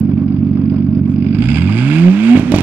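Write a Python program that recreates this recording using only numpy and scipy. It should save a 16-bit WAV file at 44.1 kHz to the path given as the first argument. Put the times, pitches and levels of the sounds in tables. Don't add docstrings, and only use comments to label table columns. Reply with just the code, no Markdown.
import sys
import numpy as np
from scipy import signal
from scipy.fft import rfft, irfft, next_fast_len
from scipy.io import wavfile
from scipy.ndimage import uniform_filter1d

SR = 44100
rng = np.random.default_rng(int(sys.argv[2]) if len(sys.argv) > 2 else 0)


def dump_mix(stems):
    frames = np.atleast_2d(stems).T
    limited = np.clip(frames, -1, 1)
    pcm = np.round(limited * 32767).astype(np.int16)
    wavfile.write(sys.argv[1], SR, pcm)


def natural_amplitude(level_db):
    exponent = np.asarray(level_db, float) / 20
    return 10 ** exponent


N = 115542
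TIME_S = np.arange(N) / SR
IDLE_HZ = 52
CUT_S = 2.35


def at_hz(points, hz):
    table_hz, level_db = np.array(points)[:, :2].T
    return np.interp(np.log(hz + 1), np.log(table_hz), level_db)


def colour(x, points):
    size = next_fast_len(N + 2000)
    gain = natural_amplitude(at_hz(points, np.arange(size // 2 + 1) * SR / size))
    return irfft(rfft(x, size) * gain, size)[..., :N]


def peak(x, hz, width_hz):
    r = np.exp(-np.pi * width_hz / SR)
    poles = [1, -2 * r * np.cos(2 * np.pi * hz / SR), r * r]
    return signal.lfilter([(1 - r * r) / 2, 0, (r * r - 1) / 2], poles, x + 1e-18)


def peaks(x, hz, width_hz, times):
    for _ in range(times):
        x = peak(x, hz, width_hz)
    return x


def cut(x, hz, kind, order):
    return signal.sosfilt(signal.butter(order, hz, kind, fs=SR, output="sos"), x + 1e-18)


def clicks(s, gain):
    i = np.round(np.asarray(s) * SR).astype(int)
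    ok = (i >= 0) & (i < N)
    return np.bincount(i[ok], np.asarray(gain)[ok], N)


def dying(x, t60_s):
    return signal.lfilter([1], [1, -natural_amplitude(-60 / (t60_s * SR))], x + 1e-18)


def drift(rate_hz):
    return np.interp(TIME_S * rate_hz, np.arange(400), rng.standard_normal(400))


# (time [s], firing rate [Hz])
SPEED = [(0, 47.9), (.8, 47.85), (1.2, 47.2), (1.31, 48.6), (1.38, 52.7), (1.44, 59.5), (1.55, 74.8),
         (1.66, 93.3), (1.77, 115.1), (1.83, 129), (1.91, 147.5), (2.0, 167.2), (2.1, 185), (2.14, 195),
         (2.2, 212.9), (2.27, 230), (2.35, 248.3), (2.62, 243)]


def crankshaft():
    first_cylinder_s = .2130
    hz = np.interp(TIME_S, *np.transpose(SPEED))
    turns = np.cumsum(hz) / SR
    return hz, turns - turns[int(first_cylinder_s * SR)]


# (thump [dB], thump lag [ms], low ring [dB], high ring [dB], ring lag [ms])
CYLINDERS = [(3, .2, -20, 6.5, 5.9), (-4, 0, .7, 5.1, 3.2), (4.6, -.3, 13.8, 5.5, -2.6),
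             (1.2, .8, 11.9, 4.5, -.8), (-4.4, -.7, 8.2, 11.6, 1.2), (-3.6, .2, 5.7, -7, 5.7)]
# (frequency [Hz], width [Hz])
PIPE_RINGS = [(236, 18), (270, 21)]


def firings(hz, turns):
    pulse_db, pulse_spread_db, lag_spread_s = 36.5, 1.0, .0001
    thump_fade_db_per_octave, ring_fade_db_per_octave = 30, 13
    k = np.arange(np.ceil(turns[0]), turns[-1]).astype(int)
    s = np.interp(k, turns, TIME_S)
    luck = rng.standard_normal((5, len(k)))
    thump_db, thump_lag_ms, *rings_db, ring_lag_ms = np.array(CYLINDERS)[k % 6].T
    octaves = np.maximum(np.log2(np.interp(k, turns, hz) / IDLE_HZ), 0)
    db = pulse_db + pulse_spread_db * luck
    thump_s = s + lag_spread_s * luck[3] + thump_lag_ms / 1000
    ring_s = s + lag_spread_s * luck[4] + ring_lag_ms / 1000
    out = clicks(thump_s, natural_amplitude(db[0] + thump_db - thump_fade_db_per_octave * octaves))
    for j, (ring_hz, width_hz) in enumerate(PIPE_RINGS):
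        ring_db = db[1 + j] + rings_db[j] - ring_fade_db_per_octave * octaves
        out += peak(clicks(ring_s, natural_amplitude(ring_db)), ring_hz, width_hz)
    out = cut(cut(out, 93, "high", order=4), 255, "low", order=6)
    return cut(out, 414, "low", order=6)


# (multiple of firing rate [1], level [dB])
ORDER_LEVELS = [(1 / 2, -27), (3 / 2, -21), (4 / 2, -13.5), (5 / 2, -30), (6 / 2, -23), (8 / 2, -30)]
# (frequency [Hz], level [dB])
PIPE = [(60, -21.5), (130, -0.5), (190, -1.5), (250, -5), (295, -2), (335, -6.5), (368, -3.5), (400, -41)]


def drone(hz, turns, db):
    wobble_db, wobble_hz = 1.5, 25.485
    above_idle = np.clip((hz - IDLE_HZ) / 12, 0, 1)
    ignition = np.clip((CUT_S - TIME_S) * 50, .2, 1)
    out = np.sin(2 * np.pi * turns)
    for multiple, order_db in ORDER_LEVELS:
        level_db = order_db + at_hz(PIPE, multiple * hz) - db + wobble_db * drift(wobble_hz)
        tone = np.sin(2 * np.pi * multiple * turns + multiple)
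        out += natural_amplitude(level_db) * above_idle * ignition * tone
    return np.sqrt(2) * natural_amplitude(db) * out


# (time [s], boom [dB], crack [dB])
BANGS = [
    (2.352, 33, -31),
    (2.3723, 36, -14),
    (2.393, 32.5, -23.5),
    (2.41, 24.5, -36.5),
    (2.429, 27, -39),
    (2.517, 29, -10.5),
    (2.538, 39.5, -6.5),
    (2.5587, 33.5, -14.5),
    (2.5824, 32.5, -10.5),
    (2.604, 29, -21),
]


def tone_dips():
    duck_share, duck_t60_s = .85, .15
    bang_s = np.array(BANGS)[:, 0]
    hit = clicks(bang_s, bang_s > CUT_S + .015)
    return uniform_filter1d(1 - duck_share * np.minimum(dying(hit, duck_t60_s), 1), size=150)


# (frequency [Hz], width [Hz], level [dB])
BOOMS = [(249.5, 96, 6), (108, 50, 5), (165, 90, 8), (282, 76, -13)]


def backfire_booms():
    s, boom_db, _ = np.transpose(BANGS)
    hit = clicks(s, natural_amplitude(boom_db))
    boom = sum(natural_amplitude(d) * peak(peak(hit, f, 3 * w), f, w) for f, w, d in BOOMS)
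    burble = peak(rng.standard_normal(N), 193, 160) * (TIME_S > CUT_S)
    return cut(boom + natural_amplitude(2.5) * cut(burble, 70, "high", order=2), 331, "low", order=4)


# (frequency [Hz], density [dB per Hz])
CRACK = [(300, -13.5), (600, 14.5), (950, 7), (1300, -5), (2500, 2.5), (6000, -8.5), (15000, -35.5)]


def backfire_cracks(white):
    lag_s, crack_t60_s, tail_t60_s, tail_db, snap_db = .0029, .004, .073, -10.5, 13
    s, _, crack_db = np.transpose(BANGS)
    hit = clicks(s + lag_s, natural_amplitude(crack_db))
    shape = dying(hit, crack_t60_s) + natural_amplitude(tail_db) * dying(hit, tail_t60_s)
    return colour(white, CRACK) * shape * natural_amplitude(8) - natural_amplitude(snap_db) * peak(hit, 2500, 5000)


# (time [s], level [dB], t60 [s], frequency [Hz])
TICKS = [
    (.001, -36, 0.0042, 8700),
    (.71, -74, .1, 5800),
    (1.085, -60, 0.26, 6050),
    (1.69, -19, 0.065, 986),
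    (2.26, -49, .08, 6840),
    (2.355, -22.5, 0.063, 1550),
    (2.549, -36.5, 0.079, 5200),
    (2.577, -21, 0.026, 2340),
]


def stray_ticks(white):
    out = 0
    for s, db, t60_s, hz in TICKS:
        shape = dying(clicks([s], [natural_amplitude(db + 13.5)]), t60_s)
        shape = uniform_filter1d(shape, int(t60_s * SR / 4) + 1)
        out = out + peaks(white * shape, hz, .94 * hz, times=2)
    return out


def gas_puffs(hz, turns):
    steady_share, decay, lag, spread_db = .22, 4, .19, 2.3
    white = rng.standard_normal((2, N))
    luck = rng.standard_normal(600)[np.floor(turns - lag - turns[0]).astype(int) + 1]
    fall = decay * np.minimum(1.04 * IDLE_HZ / hz, 1)
    return white * (steady_share + np.exp(-fall * ((turns - lag) % 1))) * natural_amplitude(spread_db * luck)


# (frequency [Hz], width [Hz], level [dB])
JET = [(602, 260, -8.5), (822, 140, -8), (1570, 310, 0.5), (2209, 200, -6), (2341, 443, 4.5),
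       (3140, 167, -11.5), (5523, 690, -21), (7480, 1400, -15), (9400, 980, -28.5)]


def tailpipe_hiss(puffs, db):
    top_hz, top_end_hz, top_opens_db = 5570, 10500, -33
    low = top = 0
    for f, w, d in JET:
        band = natural_amplitude(d) * np.sqrt(300 / w) * peaks(puffs, f, 2 * w, times=2)
        if f > top_hz:
            top = top + band
        else:
            low = low + band
    throttle = natural_amplitude(1.5 * np.minimum(db - top_opens_db, 0))
    jet = cut(low, top_hz, "low", order=4) + cut(top, top_end_hz, "low", order=6) * throttle
    return natural_amplitude(db + 18.5) * jet


def tappets(puffs, hz, db):
    tappet_db, follows, wander_db, fade_db_per_octave = -37.5, .91, 2, 7
    level_db = tappet_db + follows * (db - db[0]) + wander_db * drift(18)
    level_db = level_db - fade_db_per_octave * np.maximum(np.log2(hz / 85), 0)
    return natural_amplitude(level_db) * peaks(puffs, 4860, 2 * 366, times=3)


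# (frequency [Hz], width [Hz], level [dB])
RATTLE = [(376.4, 30, -44.5), (463, 88, -46.5), (631, 35, -50), (716, 89, -51.5), (833, 375, -50)]


def body_rattle(turns):
    knock_db, knock_at, knock_width = 7, .24, .035
    white = rng.standard_normal((2, N))
    knock = np.exp(-((turns / 6 % 1 - knock_at) / knock_width) ** 2)
    level = natural_amplitude(knock_db * knock + 3.2 * drift(40))
    rattle = sum(natural_amplitude(d) * np.sqrt(SR / w) * peaks(white, f, 2 * w, times=2) for f, w, d in RATTLE)
    return level * cut(rattle, 3600, "low", order=2)


# (frequency [Hz], density [dB per Hz])
ROAR = [(300, -0.5), (700, 2), (1200, -0.5), (2500, -2), (4200, -12.5), (6000, -15), (10000, -29),
        (14000, -41.5)]


def roar(hz):
    roar_db, rise_db_per_octave, full_hz = -21, 17.5, 158
    rise_db = rise_db_per_octave * np.minimum(np.log2(hz / full_hz), 0)
    return natural_amplitude(roar_db + rise_db + 1.1 * drift(16)) * colour(rng.standard_normal((2, N)), ROAR)


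# (time [s], drone [dB], gas hiss [dB])
ENGINE = [(0, -55, -51.5), (1.051, -55.5, -50), (1.3, -46.5, -42.5), (1.441, -26, -32.5),
          (1.58, -17.5, -27.5), (1.659, -14.5, -35), (1.77, -15, -30), (1.839, -12.5, -31.5),
          (1.932, -13.5, -29), (2.082, -3, -35), (2.15, -12, -37), (2.209, -12.5, -35), (2.281, -8, -29.5),
          (2.32, -2.5, -31.5), (2.357, -3.5, -30), (2.374, -13, -32), (2.44, -14, -47.5),
          (2.62, -14.5, -40)]
# (frequency [Hz], level [dB])
LEFT_PORT = [(60, -2), (130, -4.5), (290, -5.5), (640, -9.5), (1410, -14.5), (3100, -24), (6820, -18),
             (15000, -15.5)]


def scene():
    left_lag_samples, left_own_db, level_db = 4, -3.5, 2
    s, *columns = np.transpose(ENGINE)
    drone_db, hiss_db = [np.interp(TIME_S, s, c) for c in columns]
    hz, turns = crankshaft()
    low = firings(hz, turns) + drone(hz, turns, drone_db) * tone_dips() + backfire_booms()
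    bang_white = rng.standard_normal((2, N))
    noise = backfire_cracks(bang_white) + stray_ticks(bang_white)
    puffs = gas_puffs(hz, turns)
    noise = noise + tailpipe_hiss(puffs, hiss_db) + tappets(puffs, hz, hiss_db)
    noise = noise + body_rattle(turns) + roar(hz)
    left = low + np.roll(noise[0], left_lag_samples) + natural_amplitude(left_own_db) * noise[1]
    return natural_amplitude(level_db) * np.array([colour(left, LEFT_PORT), low + noise[0]])


def roll_off(x):
    return signal.sosfilt(signal.butter(12, 15850, fs=SR, output="sos"), x)


def record(dry):
    floor_db, mic_low_hz, top, knee = -97, 30, .94, 7.7
    x = cut(dry + natural_amplitude(floor_db) * rng.standard_normal((2, N)), mic_low_hz, "high", order=2)
    mix = x / (1 + np.abs(x / top) ** knee) ** (1 / knee)
    return roll_off(mix)


dry = scene()
out = record(dry)
dump_mix(out)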